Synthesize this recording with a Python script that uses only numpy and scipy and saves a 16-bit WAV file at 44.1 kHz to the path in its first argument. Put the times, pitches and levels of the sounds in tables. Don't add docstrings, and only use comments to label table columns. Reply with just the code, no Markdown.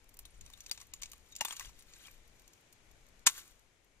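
import sys
import numpy as np
from scipy import signal
from scipy.fft import rfft, irfft
from scipy.io import wavfile
from scipy.ndimage import uniform_filter1d, minimum_filter1d

SR = 44100
rng = np.random.default_rng(int(sys.argv[2]) if len(sys.argv) > 2 else 0)


def makeup_ratio(level_db):
    decades = np.asarray(level_db, float) / 20
    return 10 ** decades


def log_audio(samples):
    frames = np.atleast_2d(samples).T
    limited = np.clip(frames, -1, 1)
    pcm = np.round(limited * 32767).astype(np.int16)
    wavfile.write(sys.argv[1], SR, pcm)


N = 176400
PIECE = 4000


def rms_one(x):
    return x / np.sqrt(np.mean(x ** 2) + 1e-20)


def curve(rows, outside=None):
    s, db = np.transpose(rows)
    return np.interp(np.arange(N) / SR, s, db, outside, outside)


def band(x, low_hz, high_hz):
    return signal.sosfilt(signal.butter(3, [low_hz, high_hz], "band", fs=SR, output="sos"), x)


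def colour(x, spectrum):
    hz, db = np.transpose(spectrum)
    grid_hz = np.maximum(np.arange(2049) * SR / 4096, 1)
    gain_db = np.interp(np.log(grid_hz), np.log(hz), db)
    cepstrum = irfft(np.log(makeup_ratio(gain_db)))
    cepstrum[1:2048] *= 2
    cepstrum[2049:] = 0
    kernel = irfft(np.exp(rfft(cepstrum)))
    kernel = kernel / np.sqrt(np.sum(kernel ** 2))
    if x.ndim > 1:
        kernel = kernel[None]
    return signal.fftconvolve(x, kernel, axes=-1)[..., :x.shape[-1]]


def ring(x, hz, t60_s):
    r = makeup_ratio(-60 / (t60_s * SR))
    w = 2 * np.pi * min(hz, 16000) / SR
    return signal.lfilter([0, np.sin(w)], [1, -2 * r * np.cos(w), r * r], x + 1e-18)


def grains(shape, per_s, spread_db):
    size = makeup_ratio(spread_db * np.minimum(rng.exponential(1, shape), 4))
    sign = rng.choice([-1, 1], shape)
    return rms_one(size * sign * (rng.random(shape) < per_s / SR))


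def drift(hz):
    r = np.exp(-2 * np.pi * hz / SR)
    noise = rng.standard_normal(N + SR)
    return rms_one(signal.lfilter([1], [1, -2 * r, r * r], noise)[SR:])


def pair(alike):
    mid, side = rng.standard_normal((2, N))
    return np.sqrt((1 + alike) / 2) * mid + np.sqrt((1 - alike) / 2) * side * np.array([[1], [-1]])


def place(pieces):
    out = np.zeros(N + PIECE)
    for s, db, sound in pieces:
        start = int(s * SR)
        out[start:start + PIECE] += makeup_ratio(db) * sound / np.abs(sound).max()
    return out[:N]


def port(x, bumps):
    for hz, width_hz, db in bumps:
        a, w = makeup_ratio(db / 2), 2 * np.pi * hz / SR
        al, c = np.sin(w) * width_hz / hz / 2, -2 * np.cos(w)
        x = signal.lfilter([1 + al * a, c, 1 - al * a], [1 + al / a, c, 1 - al / a], x)
    return x


# centre in Hz, width in Hz, level in dB.
RIGHT_PORT_BUMPS = [(230, 400, 3.5), (4300, 1900, -8), (6570, 3340, 13.5), (12300, 5900, 4.5)]


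def ports(left, right):
    left_db = 4
    return np.array([makeup_ratio(left_db) * left, makeup_ratio(-left_db) * port(right, RIGHT_PORT_BUMPS)])


# frequency in Hz, level in dB.
HISS_SPECTRUM = [(59, -14), (100, -6), (166, -12.5), (452, -12), (1330, -18), (2320, -15), (2520, -17),
                 (13200, -30.5), (16000, -44.5)]
# time in seconds, level in dB.
HISS_SWELL = [(0, 3), (3.3, 4.5), (3.8, 0)]
# time in seconds, level in dB.
BREEZE_GUSTS = [(0, -68.5), (.25, -59.5), (.32, -67), (.42, -50.5), (.6, -69), (1.0, -62.5), (1.55, -69.5),
                (1.68, -54), (1.9, -71), (2.2, -62.5), (2.7, -77), (2.92, -63), (3.85, -75.5), (4, -69)]


def outdoors():
    hiss_db, split_hz = -73, 500
    chirr_db, chirr_hz, chirr_width_hz = -88, 2280, 150
    breeze_top_hz, breeze_left_db = 48, 3.0
    hiss = band(pair(.85), 40, split_hz) + band(pair(0.11), split_hz, 10000)
    hiss = hiss + makeup_ratio(1.7 * drift(5.9) - 4) * band(pair(0.74), 9100, 22000)
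    hiss = makeup_ratio(hiss_db + curve(HISS_SWELL)) * colour(hiss, HISS_SPECTRUM)
    chirr = port(band(pair(.3), 1800, 2900), [(chirr_hz, chirr_width_hz, 18)])
    chirr = makeup_ratio(chirr_db + 2.1 * drift(7.1)) * rms_one(chirr)
    breeze_band = signal.butter(2, [6, breeze_top_hz], "band", fs=SR, output="sos")
    breeze = rms_one(signal.sosfilt(breeze_band, pair(.8)))
    breeze = makeup_ratio(curve(BREEZE_GUSTS) + 1.2 * drift(4.1)) * breeze
    return ports(*(hiss + chirr)) + breeze * makeup_ratio(breeze_left_db * np.array([[1], [-1]]))


def tinkles():
    sizes, ring_cycles = 18, 70
    clicks = grains(N, per_s=700, spread_db=3.0)
    dealt = rng.integers(0, sizes, N)
    pitches_hz = np.geomspace(1100, 14500, sizes) * rng.uniform(1.0, 1.05, sizes)
    out = np.zeros(N)
    for k, hz in enumerate(pitches_hz):
        out += rms_one(ring(clicks * (dealt == k), hz, ring_cycles / hz)) * np.sqrt(hz)
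    return rms_one(out)


def crunch(rows, per_s, spectrum, lump_db, lump_hz, tinkle_db):
    grit = grains(N, per_s, spread_db=1.0) + makeup_ratio(tinkle_db) * tinkles()
    return makeup_ratio(curve(rows, -150) + lump_db * drift(lump_hz)) * colour(grit, spectrum)


# time in seconds, level in dB.
RUB_LEVEL = [(0, -92), (.2, -80.5), (.7, -68), (.8, -63.5), (.88, -82), (1.05, -67.5), (1.25, -78.5),
             (1.4, -67.5), (1.47, -56), (1.55, -58), (1.65, -61), (1.72, -75.5), (1.9, -69.5),
             (2.05, -62.5), (2.2, -77.5), (3.2, -96)]
# frequency in Hz, level in dB.
GRIT_SPECTRUM = [(500, -42), (900, -8), (3800, 1.5), (7000, -6), (14500, -13), (16000, -24)]


def rubbing():
    return crunch(RUB_LEVEL, 6400, GRIT_SPECTRUM, lump_db=2.5, lump_hz=29.7, tinkle_db=-3.0)


# frequency in Hz, level in dB.
CRACK_SPECTRUM = [(1200, -51.5), (2300, -2), (4200, 3.5), (5500, 4.5), (7000, 0), (9000, -8.5),
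                  (16000, -45)]
# frequency in Hz, level in dB, t60 in seconds.
SHEET_MODES = [(980, 1.5, .012), (1126, 7, 0.0098), (1630, -0.5, .007), (1883, 2.5, 0.0054),
               (2400, 0.5, .007)]


def contacts(rows):
    rise_ms, crack_ms, tail_db, tail_ms = .5, 2.7, -22, 19
    ms = np.arange(PIECE) * 1000 / SR
    decay = np.exp(-ms / crack_ms) + makeup_ratio(tail_db) * np.exp(-ms / tail_ms)
    shape = (1 - np.exp(-ms / rise_ms)) * decay
    cracks = shape * grains((len(rows), PIECE), per_s=11000, spread_db=3.0)
    pieces = []
    for (s, db, sheet_db, fine_db), crack in zip(rows, cracks):
        start_s = s - rise_ms / 1000
        sheet = np.zeros(PIECE)
        for hz, mode_db, t60_s in SHEET_MODES:
            sheet += makeup_ratio(mode_db + rng.normal(0, 1.8)) * ring(crack, hz, t60_s)
        pieces.append((start_s, db - 6.5, colour(crack, CRACK_SPECTRUM)))
        pieces.append((start_s, db + fine_db + 3, band(crack, 9020, 15530)))
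        pieces.append((start_s, db + sheet_db - 0.5, band(sheet, 897, 6000)))
    return place(pieces)


# start in seconds, peak in dB.
CRUMB_TICK_EVENTS = [(.042, -58), (.7274, -44), (.8689, -53), (1.0999, -52), (1.1792, -53), (1.2614, -60),
                     (1.2885, -57), (1.4355, -46), (1.4845, -38), (1.8754, -62), (2.0018, -57.5),
                     (2.0444, -58), (2.4194, -58), (3.0859, -58), (2.61, -59), (3.3594, -48), (3.3792, -42),
                     (3.4014, -48), (3.4774, -51.5), (3.5114, -59), (3.8452, -62)]


def crumb_ticks():
    return contacts([(s, db, -29, -7.5) for s, db in CRUMB_TICK_EVENTS])


# start in seconds, peak in dB, sheet share in dB, fine share in dB.
CRUMPLE_CRACKS = [(0.0914, -49.5, -38, -5.5), (0.1416, -48, -24, -6.5), (0.1692, -48, -25, -2),
                  (0.1902, -37, -20.5, -5.5), (0.2537, -40, -27, -14), (0.41, -39, -36, -19),
                  (0.4623, -41, -39, -23), (0.5006, -44, -12.5, -13), (0.5347, -43.5, -32, -12),
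                  (0.575, -45, -21, -17), (0.605, -38, -29, -13), (0.6626, -34.5, -25.5, -21),
                  (0.6959, -43, -22, -9.5), (0.713, -18, -36, -20), (0.7756, -36, -14.5, -26),
                  (0.802, -38, -23, -22), (0.8135, -36.5, -20, -18), (0.9364, -29, -26, -14.5),
                  (1.0177, -36, -29, -11), (1.022, -27, -22, -25), (1.0322, -23.5, -34, -20),
                  (1.058, -36, -24, -31), (1.1164, -38.5, -27, -11), (1.1327, -37, -12.5, -16)]


def crumpling():
    return contacts(CRUMPLE_CRACKS)


# start in seconds, peak in dB, pitch in Hz, t60 in seconds.
CLINK_EVENTS = [(.253, -55, 9460, 0.035), (0.252, -45.5, 3800, .015), (0.306, -61, 9540, .025),
                (.375, -65, 9460, 0.016), (.461, -56, 9440, .02), (.535, -44.5, 3680, 0.028),
                (.606, -47, 6150, 0.0089), (.695, -45, 3650, 0.017), (.713, -29, 4700, 0.014),
                (0.712, -39, 2280, .01), (0.939, -44.5, 7030, 0.012), (.962, -60, 6940, 0.025),
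                (1.033, -44.5, 2280, 0.018), (1.323, -53, 3770, .04), (1.322, -56, 6610, 0.02),
                (1.353, -49, 7400, .02), (1.386, -53, 7160, 0.028), (1.409, -27, 2810, 0.029),
                (1.411, -37, 880, 0.041), (1.412, -40.5, 1910, 0.029), (1.451, -32, 3500, .025),
                (1.449, -41, 11230, 0.011), (1.485, -40.5, 8560, .03), (1.508, -33, 3400, 0.011),
                (1.511, -52, 8750, .035), (1.526, -47.5, 7166, .045), (1.598, -49, 14360, 0.036),
                (1.608, -44.5, 1900, .015), (1.648, -46, 3350, 0.029), (1.696, -60.5, 7620, .015),
                (1.793, -59.5, 9850, 0.032), (1.934, -59, 7080, .015), (1.935, -54, 4360, 0.018),
                (1.98, -62, 12500, .015), (2.049, -50, 3280, 0.025), (2.057, -57, 3280, .015),
                (2.056, -54.5, 2400, 0.034), (2.081, -48.5, 2390, .015), (2.11, -57.5, 12500, .012),
                (3.269, -25.5, 6970, 0.031), (3.268, -35, 3100, 0.028), (3.267, -36, 3560, .02),
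                (3.27, -36, 1093, .015), (3.268, -36, 5500, .02), (3.269, -30, 8300, .025),
                (3.27, -38, 2440, .025), (3.379, -47, 12500, .015), (3.379, -49, 1450, 0.017),
                (3.505, -66, 14400, 0.049)]


def clinks():
    scrape_ms = 5
    fade = np.exp(-np.arange(PIECE) * 1000 / SR / scrape_ms)
    scrapes = fade * grains((len(CLINK_EVENTS), PIECE), per_s=11000, spread_db=0.0)
    return place([(s, db, ring(scrape, hz, t60_s))
                  for (s, db, hz, t60_s), scrape in zip(CLINK_EVENTS, scrapes)])


# start in seconds, peak in dB, sheet share in dB, fine share in dB.
PILE_HITS = [(1.323, -51, -24, -12), (1.353, -36.5, -48, -22), (1.363, -27, -58, -15.5),
             (1.384, -47.5, -32, -34), (1.409, -19.5, -10.5, -19), (1.413, -41, 5, 2),
             (1.449, -25, -6, -7.5), (1.453, -29, -18, -21), (1.482, -31, -11, -26), (1.508, -31, -11, -20),
             (1.525, -30, -11.5, -15), (1.566, -34, -38, -12), (1.596, -26, -15.5, -15.5),
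             (1.607, -37, -4, -17), (1.625, -40, -12, -17), (1.655, -39, -14, -14), (1.693, -46, -8, -20),
             (1.936, -40.5, -23, -34), (2.082, -55.5, -3, -19)]


def pile():
    return contacts(PILE_HITS)


# start in seconds, peak in dB.
LIFT_TICKS = [(1.7906, -44.5), (1.823, -47), (2.1114, -54), (2.277, -51), (2.3957, -48.5), (2.478, -45),
              (2.5336, -49), (2.7267, -45.5), (2.913, -52.5), (3.0653, -53.5), (3.193, -53.5),
              (3.5932, -53.5)]


def lifting():
    return contacts([(s, db, -29, -11) for s, db in LIFT_TICKS])


# time in seconds, level in dB.
LANDING_LEVEL = [
    (3.259, -55),
    (3.263, -41),
    (3.266, -21.5),
    (3.274, -18),
    (3.279, -30),
    (3.286, -38.5),
    (3.3, -45),
]
# frequency in Hz, level in dB.
SMASH_SPECTRUM = [(60, -32), (170, -18), (600, -18), (1000, 0), (2200, 0), (3600, 3), (7000, 1),
                  (12500, -11), (16200, -22)]


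def landing():
    return crunch(LANDING_LEVEL, 12000, SMASH_SPECTRUM, lump_db=-0.5, lump_hz=300, tinkle_db=-19.0)


# time in seconds, level in dB.
SETTLING_LEVEL = [
    (3.278, -60),
    (3.288, -46.5),
    (3.32, -54),
    (3.35, -56.5),
    (3.38, -52.5),
    (3.41, -59),
    (3.45, -66),
    (3.52, -72),
    (3.65, -91.5),
]
# frequency in Hz, level in dB.
CRUMB_SPECTRUM = [(450, -39.5), (1100, -4.5), (2000, -6.5), (3800, -2), (7000, -7.5), (13000, -12.5),
                  (16000, -17)]


def settling():
    return crunch(SETTLING_LEVEL, 8000, CRUMB_SPECTRUM, lump_db=1.5, lump_hz=58.8, tinkle_db=-9.5)


def heard(x):
    turn_hz, turn_width_hz = 3500, 2400
    scatter_db, scatter_ms, scatter_hz = -7.5, 1.5, 5000
    bounce_db, bounce_samples = -8.5, 161
    w = 2 * np.pi * turn_hz / SR
    al, c = np.sin(w) * turn_width_hz / turn_hz / 2, -2 * np.cos(w)
    turned = signal.lfilter([1 - al, c, 1 + al], [1 + al, c, 1 - al], x)
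    echoes = rng.standard_normal(400) * np.exp(-np.arange(400) * 1000 / SR / scatter_ms)
    echoes = echoes / np.sqrt(np.sum(echoes ** 2))
    scatter = makeup_ratio(scatter_db) * signal.fftconvolve(band(x, scatter_hz, 19000), echoes)[:N]
    bounce = makeup_ratio(bounce_db) * np.roll(x, bounce_samples)
    return ports(x + scatter, turned - scatter + bounce)


def scene():
    hand = rubbing() + crumb_ticks() + crumpling() + clinks() + pile() + lifting()
    throw = landing() + settling()
    return outdoors() + heard(hand + throw)


def gate(x):
    treble_hz, top_hz, weak_db = 8200, 12900, -2.5
    quiet_share, shut_share = .8, .3
    hz, _, z = signal.stft(x, SR, nperseg=2048)
    power = np.abs(z.sum(axis=0)) ** 2
    around = uniform_filter1d(power, size=61, axis=0)
    weak = uniform_filter1d(power, size=5, axis=0) < makeup_ratio(2 * weak_db) * around
    treble = power[hz > treble_hz].sum(axis=0)
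    top = power[hz > top_hz].sum(axis=0)
    slivers = weak & (hz > treble_hz)[:, None] & (treble < np.quantile(treble, quiet_share))
    shut = (hz > top_hz)[:, None] & (top < np.quantile(top, shut_share))
    return x - signal.istft(z * (slivers | shut), SR, nperseg=2048)[1][:, :N]


def hush(x):
    treble_hz, ahead_s, rise_db = 5500, .015, 18
    high = signal.sosfiltfilt(signal.butter(2, treble_hz, "high", fs=SR, output="sos"), x)
    level = np.sqrt(uniform_filter1d(np.mean(high ** 2, axis=0), size=90) + 1e-14)
    span = int(ahead_s * SR)
    coming = np.roll(-minimum_filter1d(-level, size=span), -span // 2)
    keep = np.clip(level / coming * makeup_ratio(rise_db), 0, 1) ** 3
    return x - high * (1 - uniform_filter1d(keep, size=60))


def roll_off(x):
    return signal.sosfilt(signal.butter(12, 16510, fs=SR, output="sos"), x)


def record(dry):
    cut = signal.sosfilt(signal.cheby2(10, 30, 16000, fs=SR, output="sos"), dry)
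    return roll_off(hush(gate(cut)))


dry = scene()
out = record(dry)
log_audio(out)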